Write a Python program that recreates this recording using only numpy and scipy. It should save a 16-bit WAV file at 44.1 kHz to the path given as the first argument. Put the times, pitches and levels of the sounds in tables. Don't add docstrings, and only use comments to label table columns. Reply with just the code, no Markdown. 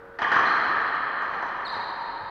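import sys
import numpy as np
from scipy import signal
from scipy.io import wavfile
from scipy.ndimage import uniform_filter1d

SR = 44100
rng = np.random.default_rng(int(sys.argv[2]) if len(sys.argv) > 2 else 0)


def elevation(decibels):
    levels = np.asarray(decibels, float)
    return 10 ** (levels / 20)


def transcribe(u):
    v = np.clip(np.atleast_2d(u).T, -1, 1)
    q = np.round(v * 32767).astype(np.int16)
    wavfile.write(sys.argv[1], SR, q)


N = 101429


def evened(x):
    return x / np.sqrt(np.mean(x ** 2) + 1e-20)


def read(points, hz):
    f, value = np.transpose(points)
    return np.interp(np.log(hz + 1), np.log(f + 1), value)


def add(mix, s, sound):
    part = mix[round(s * SR):][:len(sound)]
    part += sound[:len(part)]


def resonate(x, hz, width):
    turn = np.exp(2j * np.pi * hz * np.arange(len(x)) / SR)
    r = np.exp(-np.pi * width / SR)
    return 2 * (turn * signal.lfilter([1 - r], [1, -r], x / turn)).real


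def shaped(db_of):
    patch_db = -0.3
    frames, hz = N // 128 + 5, np.fft.rfftfreq(512, 1 / SR)
    a, b, patch = rng.standard_normal((frames, 257, 3)).T
    patch = uniform_filter1d(patch, size=5, axis=0)
    patch = evened(uniform_filter1d(patch, size=12, axis=1))
    s = np.arange(frames) * 128 / SR
    z = (a + 1j * b) * elevation(db_of(hz[:, None], s) + patch_db * patch)
    return signal.istft(z, nperseg=512, noverlap=384)[1][:N]


def old_echo():
    # f/Hz, level/dB per Hz
    old_tail = [(40, -36.5), (300, -23.5), (800, -24), (1500, -21), (1950, -31), (2200, -40.5),
                (4500, -52.5), (9000, -77.5)]
    level_db, drift_db_per_s = -48, -0.5
    t = np.arange(N) / SR
    return elevation(level_db + drift_db_per_s * t) * evened(shaped(lambda hz, s: read(old_tail, hz) + 0 * s))


def building_hum():
    hum_hz = [30.3, 464, 554.5, 1486]
    # level/dB, waver/Hz, drift/(dB per s)
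    hum = [(-68.5, 3, 2), (-50, 2.5, -6.5), (-55.5, 2.5, 1.5), (-57.5, 8, -14)]
    t = np.arange(N) / SR
    out = np.zeros(N)
    for hz, (db, waver, drift) in zip(hum_hz, hum):
        noise = resonate(resonate(rng.standard_normal(N), hz, waver), hz, waver)
        tone = np.sin(2 * np.pi * hz * t) + 0.11 * evened(noise)
        out = out + elevation(db + drift * t) * evened(tone)
    return out


def rumble():
    return elevation(-65) * evened(resonate(rng.standard_normal(N), 60, 44))


def court():
    # f/Hz, t60/s
    decay = [(100, 4.7), (400, 6.15), (1200, 5.35), (2200, 4.89), (4000, 4.04), (6000, 1.84), (9000, 1.1),
             (15000, 0.55)]
    build_s, flutter_s, flutter_depth, flutter_fade_s = 0.0025, 0.051, 0.067, .2
    early_db, early_s = 4.5, 0.012
    t = np.arange(N) / SR
    tail = shaped(lambda hz, s: -60 * s / np.maximum(read(decay, hz), .1))
    throb = np.exp(-t / flutter_fade_s) * np.sin(2 * np.pi * t / flutter_s - np.pi / 4)
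    tail = tail * (1 - flutter_depth * throb)
    tail = tail * elevation(early_db * np.exp(-t / early_s)) * (1 - np.exp(-t / build_s))
    return tail / np.linalg.norm(tail)


def heard(s, sound, direct_db, wet_db, tail, arrival=np.asarray):
    out = np.zeros(N)
    add(out, s, elevation(direct_db) * arrival(sound))
    add(out, s, elevation(wet_db) * signal.fftconvolve(sound, tail))
    return out


def microphone(x):
    # f/Hz, level/dB
    colour = [(40, -19.5), (300, -11), (800, -7.5), (1900, -4.5), (2600, -21.5), (5000, -25), (7500, -42.5),
              (15000, -59)]
    # f/Hz, width/Hz, level/dB
    case = [(1200, 450, 3), (1748, 170, 4), (2440, 83, 6), (586, 160, -5.5), (3070, 570, 6.5),
            (3683, 200, -10.5), (3880, 690, 5), (4490, 66, 1), (5490, 270, -3), (5985, 380, 9.5),
            (8000, 400, -7.5), (8550, 400, 1)]
    hz = np.fft.rfftfreq(4096, 1 / SR)
    db = read(colour, hz) + sum(d / (1 + (2 * (hz - f) / w) ** 2) for f, w, d in case)
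    log = np.log(elevation(np.r_[db, db[-2:0:-1]]))
    taps = np.fft.ifft(np.exp(log - 1j * signal.hilbert(log).imag)).real[:2048]
    return signal.fftconvolve(x, taps)[:N]


def footfall(db, hz):
    rise_s = 0.029
    u = np.arange(12000) / SR / rise_s
    boards = resonate(resonate(rng.standard_normal(12000), hz, 38), hz, 38)
    return elevation(db + 5) * u * np.exp(-u) * evened(boards)


def footfalls(mix):
    # t/s, level/dB, f/Hz
    steps = [
        (0.328, -52.5, 92),
        (0.449, -42, 184),
        (1.031, -56.5, 139),
        (1.391, -56.5, 127),
        (1.73, -53, 109),
        (2.1, -57.5, 71),
        (2.198, -47, 110),
    ]
    for s, db, hz in steps:
        add(mix, s, footfall(db, hz))


def scuff(length, db, hz, width):
    grains = rng.standard_normal(6000) * rng.exponential(1, 6000)
    slide = evened(resonate(resonate(grains, hz, width), hz, width))
    t = np.arange(0, min(length, .13), 1 / SR)
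    return elevation(db) * np.sin(np.pi * (t / length) ** .7) * slide[:len(t)]


def scuffs(mix):
    # t/s, length/s, level/dB, centre f/Hz, width/Hz
    slides = [
        (0.321, 0.076, -78.5, 9800, 2400),
        (0.951, .03, -80.5, 10000, 1500),
        (1.403, 0.03, -83, 9500, 4000),
        (1.412, .12, -70, 5670, 1200),
    ]
    for s, *slide in slides:
        add(mix, s, scuff(*slide))


def returning(sound):
    trip_s = .0725
    end_walls_db = [-4, -9.5, -14]
    out = np.r_[sound, np.zeros(SR // 4)]
    for k, db in enumerate(end_walls_db):
        add(out, (k + 1) * trip_s, elevation(db) * sound)
    return out


def squeak(length, db, first_hz, last_hz):
    overtones_db = [-2.5, -11.5, -13]
    wobble_depth, chatter_depth = 0.011, 0.17
    t = np.arange(0, length, 1 / SR)
    wobble = evened(uniform_filter1d(rng.standard_normal(4000), size=90))[:len(t)]
    chatter = evened(uniform_filter1d(rng.standard_normal(4000), size=40))[:len(t)]
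    glide_hz = first_hz + (last_hz - first_hz) * t / length
    turns = np.cumsum(glide_hz * (1 + wobble_depth * wobble)) / SR
    tone = sum(elevation(d) * np.sin(2 * np.pi * (k + 1) * turns) for k, d in enumerate(overtones_db))
    swell = abs(np.sin(np.pi * t / length)) ** 0.48
    return elevation(db + 19) * swell * (1 + chatter_depth * chatter) * tone


def squeaks(tails):
    # t/s, length/s, level/dB, first f/Hz, last f/Hz
    slips = [
        (.455, 0.025, -32.5, 4400, 3870),
        (.484, 0.033, -36, 4148, 4403),
        (1.649, .021, -32, 4410, 4100),
        (1.664, 0.018, -31.5, 3920, 3640),
        (1.676, 0.015, -36.5, 4903, 4550),
        (1.688, 0.02, -32.5, 3904, 4360),
    ]
    wet_db = -8.5
    return sum(heard(s, squeak(*slip), 0, wet_db + 10, tails[k % 6], returning)
               for k, (s, *slip) in enumerate(slips))


def tick(db, hz):
    t60_s, snap_share = .016, 0.24
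    t = np.arange(600) / SR
    snap = snap_share * rng.standard_normal(600) * elevation(-120 * t / t60_s)
    ring = elevation(-60 * t / t60_s) * np.sin(2 * np.pi * hz * t)
    return elevation(db + 31) * (snap + ring)


def ticks(tails):
    tick_ms = [189, 217, 318, 330, 948, 957, 1221.5, 1423, 1721]
    tick_hz = [4600, 8700, 8650, 8650, 10300, 10500, 7000, 9500, 6000]
    # level/dB, echo level/dB
    clicks = [(-50, -18), (-61, -18), (-42.5, -13.5), (-45.5, -16.5), (-47.5, -21.5), (-44, -19.5),
              (-50, -8.5), (-62, -4.5), (-65, -12.5)]
    return sum(heard(ms / 1000, tick(db, hz), 0, tail_db, tails[k % 6])
               for k, (ms, hz, (db, tail_db)) in enumerate(zip(tick_ms, tick_hz, clicks)))


def smeared(sound):
    smear_s = 0.0042
    u = np.arange(1500) / SR / smear_s
    cluster = rng.standard_normal(1500) * np.sqrt(u) * np.exp(-u)
    return np.convolve(sound, cluster / np.linalg.norm(cluster))


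def blow(ring_hz, db, ring_db, t60):
    contact_s, blows_db = 0.00014, -11
    t = np.arange(6000) / SR
    u = t / contact_s
    push = (1 - u) * np.exp(-u)
    ring = elevation(-60 * t / max(t60, .004)) * np.sin(2 * np.pi * ring_hz * t)
    both = push / np.linalg.norm(push) + elevation(ring_db) * ring / np.linalg.norm(ring)
    return elevation(blows_db + db + 29.5) * both


def blows(tails):
    blow_ms = [186.5, 217, 226, 243, 316.5, 334, 362.5, 371.5, 390, 945, 1221, 1335, 1423, 1481, 1721,
               1746.5, 1764, 1792]
    ring_hz = [950, 1180, 3200, 1850, 1800, 1600, 1280, 1300, 1250, 1500, 1150, 800, 1000, 900, 945, 905,
               1100, 930]
    # level/dB, ring level/dB, ring t60/s, direct sound level/dB
    strikes = [(-5.5, -7, 0.032, -5), (-3.5, -4.5, 0.027, 2.5), (-12, 4, 0.01, 6), (-13, 3, 0.057, 4),
               (2.5, -16.5, .032, -0.5), (-9.5, 1.5, 0.038, 7), (-16, 6.5, 0.017, 14),
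               (-9.5, 4, 0.017, -3.5), (-10, -1.5, 0.018, 7.5), (-27, -12.5, 0.017, 9.5),
               (-12.5, -0.5, 0.011, 0), (-14, -8, 0.056, -3.5), (-14, -0.5, 0.03, 1),
               (-24, -10.5, 0.014, -6), (-14, 4, 0.057, -2), (-22, 10, 0.061, 3), (-23, 3.5, 0.025, 10.5),
               (-22.5, 3, 0.039, 8.5)]
    return sum(heard(ms / 1000, blow(hz, db, ring_db, t60), direct_db - 8, 0, tails[k % 6], smeared)
               for k, (ms, hz, (db, ring_db, t60, direct_db)) in enumerate(zip(blow_ms, ring_hz, strikes)))


def scene():
    tails = [court() for _ in range(6)]
    play = blows(tails) + ticks(tails) + squeaks(tails)
    out = microphone(play) + old_echo() + building_hum() + rumble()
    scuffs(out)
    footfalls(out)
    return out[None]


def top_cut(x):
    return signal.sosfilt(signal.butter(12, 15900, fs=SR, output="sos"), x)


def record(dry):
    fade = np.minimum(np.arange(N, 0, -1) / 150, 1)
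    hiss = elevation(-78.5) * rng.standard_normal(dry.shape)
    return top_cut(dry * fade + hiss)


dry = scene()
out = record(dry)
transcribe(out)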